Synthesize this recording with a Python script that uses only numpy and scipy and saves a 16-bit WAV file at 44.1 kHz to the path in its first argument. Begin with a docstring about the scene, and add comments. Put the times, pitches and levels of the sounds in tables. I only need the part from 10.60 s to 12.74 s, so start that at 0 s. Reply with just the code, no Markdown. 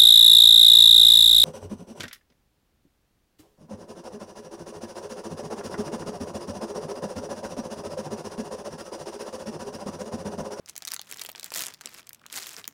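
"""Creases in a clear, stiff plastic bag buckle with sharp snaps as two hands slide a craft kit out of it, close by.
Each snap rings random film modes; broad panels flip over with dull pops, decaying within a few cycles.
While the contents slide, swelling noise makes the film hiss and the packet rustle low, and tiny rings crackle.
Stray ticks persist between slides. Echoes and a short tail form a small, dry room with faint rumble and air."""
import sys
import numpy as np
from scipy import signal
from scipy.fft import rfft, irfft, next_fast_len
from scipy.io import wavfile
from scipy.ndimage import map_coordinates

SR = 44100
rng = np.random.default_rng(int(sys.argv[2]) if len(sys.argv) > 2 else 0)


def digitize_waveform(pressure):
    """Quantize a signal to 16-bit integers and store it at the path in sys.argv[1].

    Rows of a 2-D input are taken as channels; values are limited to [-1, 1].
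    """
    field = np.atleast_2d(pressure).T
    bounded = np.clip(field, -1, 1)
    quanta = np.round(bounded * 32767).astype(np.int16)
    wavfile.write(sys.argv[1], SR, quanta)


N = 94329

# Buckling creases: start_s, level_db, bright_edge_db (against the crack), pitch_hz
CREASE_SNAPS = [(0.06, -40, -13, 5330), (0.0881, -36.5, -16, 6400), (0.0961, -31, -10.0, 6440),
                (0.0994, -40, -16, 6860), (0.155, -41, -19, 4470), (0.1642, -30, -4, 5300),
                (0.1787, -31, 3.0, 6140), (0.2222, -31.0, -9.5, 4700), (0.2315, -45, -11, 4500),
                (0.2511, -26.5, -22.0, 6140), (0.2736, -29, -1, 4160), (0.2787, -25, -7.5, 4870),
                (0.2854, -28.5, -30, 6200), (0.3057, -38, -5.0, 4000), (0.314, -36.5, -7.0, 4000),
                (0.3185, -22.5, -5, 5200), (0.3317, -35.5, -22.0, 2620), (0.3367, -29, 4.5, 3600),
                (0.3432, -29, 2, 6100), (0.3639, -27, -23, 5140), (0.394, -27.5, -16, 4500),
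                (0.415, -33.5, -0.5, 4660), (0.421, -42, -16, 3860), (0.5133, -29.5, -18, 7740),
                (0.5245, -30, 0, 3850), (0.543, -36, -20.0, 6200), (0.5609, -42, -4, 2000),
                (0.5718, -37.5, -3, 5800), (0.5853, -36.5, -22.0, 4000), (0.595, -30.5, -6, 3830),
                (0.615, -27, -8.0, 4740), (0.618, -27.5, -3, 4470), (0.6369, -44, 8, 5000),
                (0.6495, -32.5, -3, 2140), (0.6612, -32, -14, 6150), (0.6658, -37, -4.0, 4700),
                (0.6891, -38.5, -1, 3400), (0.6925, -34.5, 0.5, 3340), (0.6993, -37, -2, 3200),
                (0.7166, -41.5, 6, 4930), (0.7505, -33.5, -28, 2370), (0.759, -34, -27, 5300),
                (0.7795, -39.5, -15, 4540), (0.7966, -32, -3, 4370), (0.8096, -42.0, -13, 7300),
                (0.8299, -34, -4, 4770), (0.8316, -34, -9, 3300), (0.8437, -30, 0.5, 5600),
                (0.8611, -38, 2, 5500), (0.9046, -35.5, -26, 4670), (0.9197, -31.5, -6, 1990),
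                (0.9248, -38, -11, 6900), (0.9394, -26, -2, 4500), (0.948, -31.5, 3.5, 4970),
                (0.959, -30, 4, 1760), (0.9738, -26, -2.5, 6900), (0.993, -24.5, -14, 6060),
                (1.0063, -28, 2, 2780), (1.0212, -25.5, -4, 5700), (1.0368, -25.5, -10, 5160),
                (1.0607, -30, -22.0, 7200), (1.067, -24.5, -26, 7900), (1.0832, -30.5, -24, 6840),
                (1.1387, -38, -2.5, 4000), (1.1448, -38, -19, 3900), (1.2108, -35, -22, 5400),
                (1.2164, -38.5, -9.0, 4700), (1.2583, -25.5, -12, 5670), (1.2728, -33, -22.0, 4500),
                (1.2917, -44, -3, 2930), (1.3428, -45.5, 7, 3130), (1.4296, -49, -10, 3400),
                (1.47, -40.5, -20, 8150), (1.474, -46, -22.0, 3100), (1.4924, -38.0, 5.5, 4270),
                (1.5317, -35.5, -24, 8700), (1.5468, -42.5, -1.0, 6060), (1.616, -49, -14.0, 1800),
                (1.6641, -36, -8.0, 4460), (1.7003, -41, -14, 3820), (1.7266, -32.5, 1.0, 5100),
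                (1.76, -30, -22.0, 4900), (1.7744, -29, -8, 3700), (1.8293, -31, -19, 4470),
                (1.8608, -35.5, -18.0, 3600), (1.869, -34, 0, 3380), (1.892, -33, -8, 5800),
                (1.9657, -31.5, -17, 5300), (2.0426, -32.0, -19, 3500), (2.0541, -39.5, -13, 3400),
                (2.0779, -26.5, 0.0, 5450)]
# Spectrum of a crack: pitch_multiple (ratio), relative_level_db
CRACK_SPECTRUM = [(.1, -22.5), (.35, -9), (.7, -5.5), (1, 0), (1.45, -4.5), (3, -22)]
# Spectrum of the bright edge: frequency_hz, relative_level_db
EDGE_SPECTRUM = [(1000, -44), (5500, -8), (8000, 2), (16000, 3.5)]
CRACK_T60_S, EDGE_T60_S = 0.0059, 0.0093  # 60 dB decay of a mode at MODE_MID_HZ
REBOUND_DB, REBOUND_MAX_S = -10.5, 0.0026  # a crease settles with a weaker crack within this time

# Film modes: those above the middle frequency start and die sooner; the rise is for a mode at the middle
MODE_LOW_HZ, MODE_HIGH_HZ, MODE_MID_HZ, MODE_RISE_S = 358, 15980, 4240, 0.00018

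# Broad panels of film flipping over: start_s, level_db, pitch_hz
PANEL_POPS = [(0.155, -47, 850), (0.2235, -46, 1040), (0.276, -42, 1940), (0.3155, -44, 1340),
              (0.3655, -41, 2150), (0.3948, -38.5, 1130), (0.525, -47, 407), (0.6173, -46, 1900),
              (0.6497, -49, 550), (0.6897, -35, 900), (0.6925, -47, 586), (0.6992, -51.5, 444),
              (0.8295, -45.5, 620), (0.9195, -37.5, 1190), (1.2109, -41.5, 1130), (1.2584, -43.5, 505),
              (1.507, -44.5, 2270), (1.6399, -45.5, 1750), (1.658, -42, 1580), (2.08, -45, 303)]
POP_T60_CYCLES, POP_SPREAD_OCT = 5.4, 0.42  # decay by 60 dB; reach of the modes either side of the pitch

# Film sliding over the contents: start_s, attack_s, hold_s, release_s, level_db, body_db (over the usual)
FILM_SLIDES = [(0.073, 0.013, 0.0074, 0.032, -48.5, -12), (0.215, 0.065, 0.067, 0.049, -53, 2),
               (0.437, 0.073, 0.021, 0.058, -47, 1), (.55, 0.052, 0.015, 0.16, -47.5, 0.5),
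               (0.745, 0.027, 0.016, 0.051, -54.5, 6.5), (0.814, 0.025, 0.031, 0.14, -52, 2.5),
               (0.93, 0.029, 0.055, 0.12, -32, -5), (1.037, 0.032, 0.023, 0.082, -48, 7),
               (1.22, 0.032, 0.01, 0.062, -54, 12.5), (1.276, 0.043, 0.082, 0.022, -50, 0),
               (1.705, 0.025, 0.084, 0.15, -39, -3.5), (1.755, 0.019, 0.011, 0.015, -33.5, -3.5),
               (1.837, 0.028, 0.075, 0.14, -47, -3.5), (1.941, 0.041, .012, 0.072, -45, 6)]
RISE_DB, FALL_DB = 19, 31.5  # level change in one attack time and in one release time
HISS_DB, FINE_DB, BODY_DB = -8.5, -4.5, -9  # parts of a slide, against its level
# Spectrum of the sliding hiss: frequency_hz, relative_level_db
HISS_SPECTRUM = [(200, -35), (700, -5.5), (2000, -2.5), (4500, -0.5), (8000, -6), (15600, -10),
                 (16600, -40)]
# Spectrum of the fine crackle: frequency_hz, relative_level_db
FINE_SPECTRUM = [(300, -13), (900, -8), (2200, -5.5), (7000, 5), (12000, -1), (15600, -0.5), (16800, -45)]
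# Spectrum of the packet's low rustle: frequency_hz, relative_level_db
BODY_SPECTRUM = [(40, -38), (110, -7), (250, -3), (450, -1.5), (700, -3), (2000, 1), (5000, -29)]
FINE_PER_S, TICKS_PER_S = 700, 170  # mean rates of the fine crackle and of the stray ticks
CRACKLE_SPREAD_DB, CRACKLE_T60_S = 6, 0.0033  # tiny cracks of both kinds; decay at MODE_MID_HZ
TICK_DB, IDLE_DB = -48, -79  # ticks at average strain; film level that drives them between slides
TICK_EXPONENT = 0.5  # how far the ticks follow the strain
# Spectrum of the stray ticks: frequency_hz, relative_level_db
TICK_SPECTRUM = [(200, -23.5), (1000, -2), (2400, 1.5), (5500, 0), (16000, -19.5)]

# Room reflections: level against the direct sound ahead of the room spectrum
ROOM_DB, ROOM_T60_S, ROOM_DELAY_S = -18.5, 0.15, 0.0019
WALLS_DB, WALLS_NEAR_S, WALLS_FAR_S = -17, 0.002852, .013
# Spectrum of the reflected sound: frequency_hz, relative_level_db
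ROOM_SPECTRUM = [(330, 9), (900, 1), (6000, -4.5), (16000, -7.5)]

RUMBLE_DB, AIR_DB = -70, -68.5  # ahead of the recorder's filters
# Spectrum of the low rumble: frequency_hz, relative_level_db
RUMBLE_SPECTRUM = [(25, -45), (60, -5.5), (150, 2.5), (260, -3), (700, -30.5)]
# Spectrum of the faint air: frequency_hz, relative_level_db
AIR_SPECTRUM = [(600, 1.5), (1500, -3), (16000, -30)]
LOW_CUT_HZ, TOP_HZ = 41, 16700  # recorder: 3 dB down at the low cut, silent from the top


def snaps():
    """Buckling instability: each crease excites a crack around its pitch, a bright edge and a rebound."""
    out = np.zeros(N)
    t = np.arange(SR // 80) / SR
    for s, db, bright_db, hz in CREASE_SNAPS:
        crack = film_ring(t, CRACK_T60_S, count=28)
        rebound = film_ring(t, CRACK_T60_S, count=12)
        add(crack, REBOUND_MAX_S * rng.random(), amp(REBOUND_DB) * rebound)
        spectrum = [(hz * multiple, level) for multiple, level in CRACK_SPECTRUM]
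        crack = blip(colour(crack, spectrum))
        edge = blip(colour(film_ring(t, EDGE_T60_S, count=24), EDGE_SPECTRUM))
        add(out, s, amp(db) * (crack + amp(bright_db) * edge))
    return out


def film_ring(t, t60, count):
    """Modal superposition: a patch of film rings in random modes; high ones start and die sooner."""
    place, phase, size = rng.random((3, count, 1))
    # squared spacing crowds the modes towards the low end
    position = (np.arange(count)[:, None] + place) / count
    hz = MODE_LOW_HZ + (MODE_HIGH_HZ - MODE_LOW_HZ) * position ** 2
    age = t * np.sqrt(hz / MODE_MID_HZ)
    modes = size * np.sqrt(hz) * np.sin(2 * np.pi * (hz * t + phase))
    envelope = fade(age, t60) * (1 - fade(age, MODE_RISE_S))
    return blip(np.sum(modes * envelope, axis=0))


def pops():
    """Damped panel resonance: decay is fixed in cycles, so a larger, lower panel rings longer."""
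    out = np.zeros(N)
    t = np.arange(SR // 30) / SR
    ratios = 2 ** (POP_SPREAD_OCT * np.linspace(-1, 1, 3)[:, None])
    for s, db, hz in PANEL_POPS:
        cycles = hz * t * ratios
        envelope = np.sqrt(cycles) * fade(cycles, POP_T60_CYCLES)
        phase = rng.random((len(cycles), 1))
        modes = envelope * np.sin(2 * np.pi * (cycles + phase))
        add(out, s, amp(db) * blip(modes.sum(axis=0)))
    return out


def sliding():
    """Friction noise: each slide swells, holds and dies, driving hiss, crackle, ticks and low rustle."""
    t, film, body = np.arange(N) / SR, np.zeros(N), np.zeros(N)
    for s, attack, hold, release, db, body_db in FILM_SLIDES:
        rise = np.minimum((t - s) / attack - 1, 0)
        fall = np.maximum(t - s - attack - hold, 0) / release
        level = amp(db + RISE_DB * rise - FALL_DB * fall)
        # overlapping slides add in power
        film = np.hypot(film, level)
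        body = np.hypot(body, level * amp(body_db))
    grip = unit(amp(2.24 * wobble(170)))  # uneven friction
    idle = amp(IDLE_DB) * (t > CREASE_SNAPS[0][0])  # from the first crease onwards
    strain = unit(np.hypot(film, idle)) ** TICK_EXPONENT
    ticks = amp(TICK_DB) * strain * crackle(TICKS_PER_S, TICK_SPECTRUM, count=600)
    hiss = amp(HISS_DB) * noise(HISS_SPECTRUM)
    fine = amp(FINE_DB) * unit(crackle(FINE_PER_S, FINE_SPECTRUM, count=2400))
    rustle = amp(BODY_DB) * noise(BODY_SPECTRUM)
    return ticks + grip * (film * (hiss + fine) + body * rustle)


def crackle(per_s, points, count):
    """Poisson process: independent tiny cracks of unequal size ring many different patches of film."""
    out = np.zeros(N)
    t = np.arange(SR // 200) / SR
    patches = [film_ring(t, CRACKLE_T60_S, count=14) for _ in range(100)]
    times = np.cumsum(rng.exponential(1 / per_s, count))
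    sizes = amp(CRACKLE_SPREAD_DB * np.minimum(rng.standard_normal(count), 1.5))
    choices = rng.integers(len(patches), size=count)
    for s, size, patch in zip(times, sizes, choices):
        add(out, s, size * patches[patch])
    return colour(out, points)


def room(x):
    """Reflection and reverberation: near echoes and a short tail, whose pattern shifts as the bag moves."""
    t, out = np.arange(SR // 4) / SR, np.zeros(N)
    step = SR // 15  # a new pattern for each short block
    for start in range(0, N, step):
        tail = rng.standard_normal(len(t)) * fade(t, ROOM_T60_S) * (t > ROOM_DELAY_S)
        walls = np.zeros(len(t))
        for place, size in rng.random(size=(8, 2)):
            delay = WALLS_NEAR_S + place * (WALLS_FAR_S - WALLS_NEAR_S)
            add(walls, delay, np.array([size - .5]))
        late = amp(ROOM_DB) * tail / np.linalg.norm(tail)
        early = amp(WALLS_DB) * walls / np.linalg.norm(walls)
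        add(out, start / SR, signal.fftconvolve(x[start:start + step], late + early))
    return colour(out, ROOM_SPECTRUM)


def background():
    """Stationary random noise: the low rumble and faint air of the room."""
    rumble = amp(RUMBLE_DB) * noise(RUMBLE_SPECTRUM)
    air = amp(AIR_DB) * noise(AIR_SPECTRUM)
    return rumble + air


def amp(db):
    """Logarithmic level: decibels to amplitude gain."""
    return 10 ** (np.asarray(db) / 20)


def unit(x):
    """Power normalisation: scale to rms 1."""
    return x / np.sqrt(np.mean(x ** 2) + 1e-20)


def wobble(rate):
    """Slow random modulation: a smooth curve through rate random knots a second."""
    knots = rng.standard_normal(int(N * rate / SR) + 4)
    return map_coordinates(knots, [np.arange(N) * rate / SR])


def colour(x, points):
    """Minimum-phase filtering: a causal spectrum through the points that keeps white-noise power."""
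    size = 2 * next_fast_len(len(x) // 2 + 2048)
    hz, db = np.transpose(points)
    grid = np.fft.rfftfreq(size, 1 / SR)
    gain = unit(amp(np.interp(np.log(grid + 1), np.log(hz), db)))
    # folding the cepstrum onto positive time makes the filter causal
    cepstrum = irfft(np.log(np.maximum(gain, 1e-6)))
    cepstrum[1:size // 2] *= 2
    cepstrum[size // 2 + 1:] = 0
    return irfft(rfft(x, size) * np.exp(rfft(cepstrum)))[:len(x)]


def noise(points):
    """Spectral shaping: coloured Gaussian noise of rms 1."""
    return unit(colour(rng.standard_normal(N), points))


def fade(t, t60):
    """Exponential damping: decay by 60 dB in t60."""
    return np.exp(-np.log(1000) * t / t60)


def blip(x):
    """Energy normalisation: scale a short sound to the energy of one millisecond at rms 1."""
    return x * np.sqrt(SR / 1000 / (np.sum(x ** 2) + 1e-20))


def add(track, s, sound):
    """Linear superposition: mix a sound into the track at time s in seconds."""
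    part = track[max(0, round(s * SR)):][:len(sound)]
    part += sound[:len(part)]


def scene():
    """Superposition of direct, reflected and background sound, in mono."""
    bag = snaps() + pops() + sliding()
    return (bag + room(bag) + background())[None]


def record(dry):
    """Band limitation: the recorder rolls off the deepest bass and keeps nothing above its limit."""
    size = next_fast_len(N + SR // 2)
    hz = np.fft.rfftfreq(size, 1 / SR)
    low_cut = hz ** 3 / np.hypot(hz ** 3, LOW_CUT_HZ ** 3)
    return irfft(rfft(dry, size) * low_cut * (hz < TOP_HZ), size)[:, :N]


dry = scene()
out = record(dry)
digitize_waveform(out)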